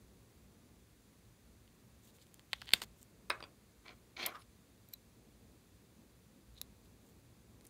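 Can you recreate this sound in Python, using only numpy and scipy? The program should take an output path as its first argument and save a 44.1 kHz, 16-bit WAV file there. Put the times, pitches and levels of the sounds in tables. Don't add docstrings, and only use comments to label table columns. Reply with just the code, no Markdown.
import sys
import numpy as np
from scipy import signal
from scipy.fft import rfft, irfft, next_fast_len
from scipy.io import wavfile
from scipy.ndimage import map_coordinates

SR = 44100
rng = np.random.default_rng(int(sys.argv[2]) if len(sys.argv) > 2 else 0)


def store_pcm(level_fs):
    pcm = np.round(np.clip(level_fs, -1, 1) * 32767).astype(np.int16)
    wavfile.write(sys.argv[1], SR, np.atleast_2d(pcm).T)


def invert_db(x):
    u = np.asarray(x, float) / 20
    return 10 ** u


N = 339525
TOP_HZ = 15750

# (time [s], strength [dB])
TRAFFIC = [(0, -65), (.7, -65), (1.1, -66.5), (2.2, -67), (2.74, -65), (3.9, -67.5), (4.6, -66.5),
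           (5.3, -65), (5.9, -67), (6.7, -65), (7.7, -65)]
# (frequency [Hz], level [dB per Hz])
DEEP = [(15, -48), (25, -17.5), (38, -8.5), (59, 4.5), (82, -3.5), (115, 1.5), (141, -9.5)]
HUM = [(150, -9.5), (219, -9), (293, -14), (500, -18.5), (600, -23), (1150, -30), (1560, -58.5),
       (2640, -120)]
# (frequency [Hz], level [dB per Hz])
HISS = [(530, -31), (900, -11), (967, -5.5), (1170, -2.5), (3000, -4), (4450, -5), (9790, -7),
        (15600, -10.5)]
# (frequency [Hz], width [Hz], depth [dB])
HISS_DIPS = [(3024, 280, -3), (5420, 395.9, -3.5), (8354, 380, -2.5), (11456, 547.8, -4)]
# (frequency [Hz], t60 [s])
ROOM = [(300, 0.3), (2000, .16), (6000, 0.02), (14000, 0.067)]

# (time [s], peak [dB], lows over mids [dB], highs over mids [dB])
TAPS = [(1.6772, -54.5, -14.5, -14.5), (2.1851, -56, -12.5, -12), (2.2677, -56.5, -11, 1.5),
        (2.3428, -40.5, -13.5, 8), (2.3943, -45.5, -6.5, -2.5), (2.617, -34.5, -26, -4.5),
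        (2.6201, -37.5, 3, -12), (2.6577, -48.5, -0.5, 4.5), (2.8029, -46.5, -3.5, -3.5),
        (2.8186, -28.5, -8, -3.5), (2.8366, -34, -9.5, 4), (3.0289, -39.5, -10, 15)]
# (frequency [Hz], level [dB], t60 [s])
POT = [(503, -9, 0.01089), (806.93, 0, 0.0091), (1075.2, 2.5, 0.012), (1480, 3.5, .006),
       (2017, -0.5, 0.0096), (2530, -4.5, 0.0066), (3094.8, 1, 0.0076), (3692, 1.5, 0.0039),
       (4450, 0, 0.00545), (7390, 1, 0.004), (8660, -3.5, 0.0054), (10101, -2.5, .0025), (13100, -3, .003),
       (15500, -3, .002)]
# (start [s], peak time [s], end [s], peak [dB], highs [dB])
FINGERS = [
    (2.03, 2.052, 2.095, -76, 8),
    (2.07, 2.095, 2.109, -68, -1),
    (2.135, 2.155, 2.175, -73, 4),
    (2.19, 2.225, 2.242, -68, -4),
    (2.96, 3.025, 3.03, -79, 10),
    (6.83, 6.855, 6.87, -75, 0),
    (7.03, 7.08, 7.12, -81.5, 7),
]
# (frequency [Hz], width [Hz], level [dB])
SKIN_LOW = [(3690, 1250, -0.47), (5030, 470, -1.2)]
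SKIN_HIGH = [(7060, 2192, 0.16), (14447, 1800, -1.2)]
# (start [s], peak time [s], end [s], peak [dB])
CREAK = [
    (2.505, 2.522, 2.59, -66.5),
    (2.538, 2.55, 2.64, -63.5),
    (2.58, 2.62, 2.72, -66),
    (2.72, 2.732, 2.81, -56),
]
# (frequency [Hz], width [Hz], level [dB])
THREAD = [(3400, 900, 0)]
# (time [s], peak [dB])
CATCHES = [
    (2.6448, -53.5),
    (2.6707, -46),
    (2.6739, -45),
    (2.6776, -43),
    (2.6827, -38.5),
    (2.6904, -32),
    (2.7063, -37),
    (2.7147, -50.5),
    (2.7194, -36.5),
]
# (time [s], peak [dB], lows over mids [dB], highs over mids [dB])
SNAPS = [
    (2.5314, -17.5, -9, -12.5),
    (2.5351, -28.5, -5.5, -15),
    (2.537, -37.5, -13, -15),
]
# (time [s], peak [dB], lows over mids [dB])
RELEASE = [
    (2.7336, -29, -4),
    (2.7349, -21, -4),
    (2.7358, -4, 0),
    (2.7377, -12, 0),
    (2.7402, -25, 12),
]
# (frequency [Hz], level [dB], t60 [s])
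SHELL = [(211.45, -28, 0.023), (432, -25.5, .012), (820, -15.5, .006), (1144, -11, 0.0038),
         (1550, -7.5, .005), (2100, -1.5, .004), (2904.3, 0, 0.0049), (3620, -3, 0.005),
         (4580, -2.5, 0.0067), (7189, -15.5, 0.0032), (8626, -8.5, 0.0054), (10890, -11.5, .003),
         (13180, -9.5, 0.0023), (15153, -10, .002)]
# (start [s], peak time [s], end [s], peak [dB], highs [dB])
CAP_SLIDE = [
    (2.741, 2.743, 2.756, -43, -7),
    (2.745, 2.752, 2.82, -54, -6),
    (2.8155, 2.818, 2.836, -42, -7),
    (2.822, 2.836, 2.848, -51, -3),
]
# (frequency [Hz], width [Hz], level [dB])
SLIDE_LOW = [(199.53, 280, -0.5), (1090.3, 600, -4), (2100, 800, -2.5), (3240, 900, -3.5),
             (4600, 900, -2.5)]
SLIDE_HIGH = [(6900, 1800, -2.5), (8982, 280, 1.5), (10900, 2000, -12.5), (14044, 2500, -8.5)]

# (time [s], peak [dB], lows over mids [dB], highs over mids [dB])
LANDING = [
    (3.2993, -26, 12.5, 10),
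    (3.3023, -18, -2, -15.5),
    (3.3036, -27, -6, -18.5),
    (3.3075, -31.5, -12.5, -25),
    (3.3135, -31, 10.5, -14),
    (3.3221, -45, -10.5, -21.5),
    (3.4048, -41, 7, -9.5),
]
# (frequency [Hz], level [dB], t60 [s])
CAP = [(420, -5, 0.025), (606, -8.5, 0.0457), (895, -12, 0.02), (1201, 3, 0.031), (1553, -4.5, 0.0236),
       (1777, 6.5, 0.0114), (2190, -8.5, 0.028), (2530, -2.5, 0.0332), (3856, 0.5, 0.0104),
       (5100, 0, 0.0101), (8740, 5.5, 0.00745), (10850, -5.5, 0.005), (13200, -1, .004),
       (15452, -4.5, 0.00456)]
# (start [s], peak time [s], end [s], peak [dB], highs [dB])
SETTLE = [
    (3.312, 3.315, 3.35, -43.5, -6),
    (3.318, 3.325, 3.456, -58, 2),
    (3.39, 3.406, 3.422, -52.5, -14.5),
    (3.422, 3.438, 3.473, -51.5, -6),
]
# (time [s], peak [dB])
ROCKING = [
    (3.4263, -34),
    (3.4393, -36),
]
# (frequency [Hz], level [dB], t60 [s])
RIM = [(481, 3.5, 0.0122), (1094, 2, 0.026), (1500, -12, 0.015), (2420, -3, 0.013), (3330, 3.5, 0.0081),
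       (4740, -3.5, 0.0467), (8820, 2, 0.0193)]
# (frequency [Hz], width [Hz], level [dB])
TABLE_LOW = [(343, 206, -5), (766, 124, -3), (1037, 61, 0.5), (1399.5, 167, -1.5)]
TABLE_HIGH = [(2034, 181, 2.5), (2333, 157.4, 5), (3254, 263.4, -2), (4130, 299.8, -3.5), (5100, 550, -12),
              (6210, 900, -15)]
# (frequency [Hz], width [Hz], level [dB])
SETTLE_HIGH = [(1840, 532.4, 0), (2575, 370, 0), (3890, 550, -7.5), (8670, 234, -13.5)]

# (start [s], peak time [s], end [s], peak [dB], highs [dB])
DRAG = [
    (3.84, 3.864, 3.9, -61, 1),
    (3.87, 3.908, 3.945, -59, -1.5),
    (4.161, 4.2, 4.31, -50, 5),
    (4.19, 4.262, 4.245, -48.5, 7),
    (4.262, 4.269, 4.273, -43.5, 5.5),
    (4.265, 4.272, 4.33, -47, -7),
]
# (time [s], peak [dB], lows over mids [dB])
STUTTER = [(3.8615, -52.5, -5), (3.8788, -46, -11.5), (3.8819, -37.5, -22.5), (3.8917, -40.5, -11),
           (3.8947, -46.5, -3.5), (3.9077, -49.5, -5.5), (4.1674, -37, -19.5), (4.1705, -36, -24.5),
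           (4.1974, -37.5, -11), (4.222, -46, -12), (4.2265, -33, -21.5), (4.2295, -28.5, -9.5),
           (4.2335, -31.5, -19), (4.2377, -29.5, -14), (4.2435, -33.5, -3), (4.2523, -38, -5),
           (4.2542, -29, -5.5), (4.2564, -30.5, -18.5), (4.2593, -27.5, -9.5)]
# (frequency [Hz], level [dB], t60 [s])
WOOD = [(716, 6.5, 0.0108), (1106, -6.5, 0.019), (2220, 4.5, 0.0066), (2994, -3.5, 0.0082),
        (3507, 3, 0.00824), (4370, -2, 0.0104), (5070, -6.5, 0.00667), (6760, 3.5, 0.0037),
        (9897, -9, 0.0038)]
# (start [s], peak time [s], end [s], peak [dB], highs [dB])
LIFT = [
    (4.295, 4.315, 4.355, -53.5, -20),
    (4.32, 4.358, 4.41, -51.5, -26.5),
    (4.335, 4.356, 4.375, -55, -4.5),
    (4.385, 4.392, 4.44, -68.5, -18),
    (4.39, 4.422, 4.434, -74.5, 11),
]
# (frequency [Hz], width [Hz], level [dB])
LIFT_LOW = [(500, 690, -9.5), (1203, 204, 11.5)]
LIFT_HIGH = [(3320, 2100, -1.5), (5290, 400, 2)]
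# (start [s], peak time [s], end [s], peak [dB])
SQUEAL = [
    (4.17, 4.24, 4.265, -62.5),
    (4.27, 4.276, 4.31, -60),
]
WHISTLE = [
    (4.385, 4.415, 4.435, -66.5),
]
# (frequency [Hz], width [Hz], level [dB])
BLADES = [(9870, 500, 1.5), (12300, 200, -5.5), (12700, 780, -1)]
# (time [s], peak [dB])
CLINKS = [
    (4.2498, -51),
    (4.2621, -21),
    (4.2636, -23),
    (4.2653, -22.5),
    (4.2691, -40),
]
# (frequency [Hz], level [dB], t60 [s])
STEEL = [(2266, 3, 0.0055), (4412, -4.5, 0.0116), (5860, 0.5, 0.0036), (7680, -3, 0.0042),
         (9940, -1.5, 0.0078), (12030, -5.5, 0.0098), (12910, -2, 0.0174), (12950, -24, 0.165),
         (15110, -7.5, 0.0063)]

# (time [s], peak [dB], lows over mids [dB], highs over mids [dB])
SNIPS = [
    (4.8876, -48, -13.5, 18.5),
    (4.9265, -57, 0.5, 16.5),
    (4.932, -51.5, -16.5, 4.5),
    (4.9345, -45.5, -12, 18.5),
    (4.9367, -32.5, -11, 22.5),
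    (4.938, -34, -13.5, 12.5),
]
# (frequency [Hz], level [dB], t60 [s])
HELD = [(1192.8, 2, 0.0031), (2360, 1, 0.002586), (4072, -3, 0.01965), (5561, -4, 0.0025),
        (7520, -9, 0.00555), (10550, -16.5, 0.0038), (12580, -1.5, 0.00474), (12690, -17, 0.0036),
        (14500, -14.5, 0.0068)]
# (start [s], peak time [s], end [s], peak [dB])
PIVOT = [
    (6.535, 6.56, 6.64, -68.5),
    (6.574, 6.58, 6.584, -53.5),
    (6.58, 6.587, 6.612, -61),
    (6.6, 6.62, 6.65, -69),
]
# (frequency [Hz], width [Hz], level [dB])
HINGE = [(3900, 230, 0)]
# (time [s], peak [dB], lows over mids [dB], highs over mids [dB])
CUTS = [
    (6.5455, -59, -5, 14),
    (6.5856, -47, -3.5, -4),
    (6.6141, -39, -12.5, 8.5),
    (6.6146, -23.5, -7, 5.5),
    (6.6157, -30.5, -16, 1.5),
]
# (frequency [Hz], level [dB], t60 [s])
SHUT = [(1201, 0, 0.00376), (2330, -5.5, 0.0022), (3962, 1.5, 0.0104), (5460, -2.5, 0.0036),
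        (7040, -1.5, 0.0031), (10010, -2, 0.0038), (11240, -2.5, 0.0044), (12460, -1, 0.0043),
        (14870, -0.5, 0.0039)]
# (time [s], peak [dB], highs over mids [dB])
TICKS = [
    (7.6099, -48, 0),
    (7.6146, -62.5, 12),
    (7.6452, -52.5, 6.5),
    (7.6507, -49.5, 9),
    (7.6523, -43.5, 7),
    (7.6563, -50.5, -6.5),
    (7.6675, -40, 17),
    (7.6718, -44, 21),
    (7.6795, -61, 10.5),
]
# (frequency [Hz], level [dB], t60 [s])
WAX = [(2000, 1.5, .003), (3950, 4, 0.00226), (6500, 0.5, 0.002), (8900, 2.5, 0.0027), (11005, -1, 0.0023),
       (12940, 1.5, 0.00214), (14940, -5, .002)]


def unit(x):
    return x / np.sqrt(np.mean(x ** 2) + 1e-20)


def along(points, hz):
    f, value = np.transpose(points)
    return np.interp(np.log(hz + 1), np.log(f + 1), value)


def filtered(x, response):
    size = next_fast_len(len(x) + 8192)
    spectrum = rfft(x, size) * response(np.fft.rfftfreq(size, 1 / SR))
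    return irfft(spectrum, size)[:len(x)]


def resonances(modes):
    def response(f):
        total = 0
        for k, (centre, width, db) in enumerate(modes):
            damping = 1j * f * width
            total = total + (-1) ** k * invert_db(db) * damping / (centre * centre - f * f + damping)
        return total
    return response


def shaded(rows, lows_db, highs_db):
    return [(s, db, *(own[0] if part is None else part for part in (lows_db, highs_db))) for s, db, *own in rows]


def strike(events, modes, touch_s, ring):
    out = np.zeros(N + SR)
    t = np.arange(SR // 10) / SR
    hz, level, t60 = np.transpose(modes)[:, :, None]
    sides = (-1) ** np.arange(len(modes))[:, None]
    onset = (1 - np.exp(-t / touch_s)) ** 2
    for s, db, lows_db, highs_db in events:
        chance = rng.standard_normal((2, len(modes), 1))
        tilt_db = along([(1300, lows_db), (2200, 0.0018), (5300, 0.00126), (6500, highs_db)], hz)
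        scatter_db = 1.5 * chance[0]
        pitch = hz * (1 + chance[1] / 120)
        decay = invert_db(level + tilt_db + scatter_db - 60 * t / (ring * t60))
        tones = sides * decay * np.sin(2 * np.pi * pitch * t)
        chatter = invert_db(-19 - 60 * t[:300] / .004) * rng.standard_normal(300)
        chatter[0] = 1
        sound = signal.fftconvolve(onset * tones.sum(axis=0), chatter)[:len(t)]
        out[round(s * SR):][:len(t)] += invert_db(db) * sound / np.abs(sound).max()
    return out[:N]


def rub(strokes, low, high, spiky_db, fade_db):
    out = np.zeros(N)
    for start, peak, end, db, *highs_db in strokes:
        i = np.arange(round(start * SR), round(end * SR))
        slips = np.minimum(rng.exponential(size=len(i) // 24 + 1), 4)
        slips = np.repeat(slips, 24)[:len(i)]
        grains = invert_db(spiky_db * slips) * rng.standard_normal(len(i))
        sound = unit(filtered(grains, resonances(low)))
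        if high:
            sound = sound + invert_db(highs_db[0]) * unit(filtered(grains, resonances(high)))
        swell_db = db - fade_db * np.interp(i / SR, [start, peak, end], [1, 0, 1])
        out[i] += invert_db(swell_db) * sound * signal.windows.tukey(len(i), .08)
    return filtered(out, lambda hz: hz < TOP_HZ)


def rumble():
    t = np.arange(N) / SR
    strength_db = np.interp(t, *np.transpose(TRAFFIC))
    mean_db = strength_db.mean()
    hum_db = -1.5 + mean_db + .6 * (strength_db - mean_db)
    lumps = [map_coordinates(rng.standard_normal(round(N / SR * 8) + 4), [t * 8]) for part in range(2)]
    deep = unit(filtered(rng.standard_normal(N), lambda hz: invert_db(along(DEEP, hz)) * (hz < 150)))
    hum = unit(filtered(rng.standard_normal(N), lambda hz: invert_db(along(HUM, hz)) * (hz >= 150)))
    return invert_db(-1.5 + strength_db + 1.4 * lumps[0]) * deep + invert_db(hum_db + 1.173 * lumps[1]) * hum


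def microphone_hiss():
    def response(hz):
        dips_db = sum(db * np.exp(-((hz - centre) / width) ** 2) for centre, width, db in HISS_DIPS)
        return invert_db(along(HISS, hz) + dips_db) * (hz < TOP_HZ)
    return invert_db(-72.5) * unit(filtered(rng.standard_normal(N), response))


def pot_handling():
    taps = strike(TAPS, POT, touch_s=0.000066, ring=0.53)
    return taps + rub(FINGERS, SKIN_LOW, SKIN_HIGH, spiky_db=4.0, fade_db=8.5)


def room(x):
    hz, t, z = signal.stft(rng.standard_normal(SR // 3), SR, nperseg=256)
    decay = invert_db(-60 * t / along(ROOM, hz)[:, None])
    tail = signal.istft(z * decay, SR, nperseg=256)[1]
    delayed = np.pad(x, (150, 0))
    return signal.fftconvolve(delayed, tail / np.linalg.norm(tail))[:N]


def cap_twist():
    creak = rub(CREAK, THREAD, None, spiky_db=4.0, fade_db=12)
    return creak + strike(shaded(CATCHES, lows_db=-15.5, highs_db=-16), POT, touch_s=0.000066, ring=.88)


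def seal_snap():
    return strike(SNAPS, POT, touch_s=0.000066, ring=0.79)


def cap_release():
    pop = strike(shaded(RELEASE, lows_db=None, highs_db=-1), SHELL, touch_s=.00007, ring=.9)
    return pop + rub(CAP_SLIDE, SLIDE_LOW, SLIDE_HIGH, spiky_db=1.5, fade_db=14.5)


def cap_on_table():
    landing = strike(LANDING, CAP, touch_s=0.000098, ring=0.762)
    rocking = strike(shaded(ROCKING, lows_db=-1.0, highs_db=-15.5), RIM, touch_s=0.00008, ring=0.57)
    return landing + rocking + rub(SETTLE, TABLE_LOW, SETTLE_HIGH, spiky_db=-0.5, fade_db=28.5)


def scissors_drag():
    scrape = rub(DRAG, TABLE_LOW, TABLE_HIGH, spiky_db=2.5, fade_db=13.5)
    lift = rub(LIFT, LIFT_LOW, LIFT_HIGH, spiky_db=-5.2, fade_db=16.5)
    return scrape + lift + strike(shaded(STUTTER, lows_db=None, highs_db=-19), WOOD, touch_s=0.000076, ring=0.78)


def loose_blades():
    squeal = rub(SQUEAL, BLADES, None, spiky_db=2.95, fade_db=21)
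    whistle = rub(WHISTLE, BLADES[:1], None, spiky_db=5.0, fade_db=12.5)
    return squeal + whistle + strike(shaded(CLINKS, lows_db=-5, highs_db=7.5), STEEL, touch_s=0.000114, ring=0.485)


def blades_opening():
    return strike(SNIPS, HELD, touch_s=0.00013, ring=1.196)


def wax_cut():
    squeak = rub(PIVOT, HINGE, None, spiky_db=5.5, fade_db=17.5)
    return squeak + strike(CUTS, SHUT, touch_s=0.00014, ring=1.0)


def wax_ticks():
    return strike(shaded(TICKS, lows_db=-9.5, highs_db=None), WAX, touch_s=0.000236, ring=0.58)


def scene():
    pot = pot_handling() + cap_twist() + seal_snap() + cap_release()
    near = pot + loose_blades() + blades_opening() + wax_cut() + wax_ticks()
    far = cap_on_table()
    drag = scissors_drag()
    wet = room(invert_db(-23.5) * near + invert_db(-11) * far + invert_db(-19) * drag)
    return (near + far + drag + wet + rumble() + microphone_hiss())[None]


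def low_pass(x):
    return signal.sosfilt(signal.butter(12, 17020, fs=SR, output="sos"), x)


def record(dry):
    bass_cut = signal.butter(3, 40, "highpass", fs=SR, output="sos")
    top_cut = signal.butter(8, 16400, fs=SR, output="sos")
    mix = signal.sosfilt(top_cut, signal.sosfilt(bass_cut, dry))
    return low_pass(mix)


dry = scene()
out = record(dry)
store_pcm(out)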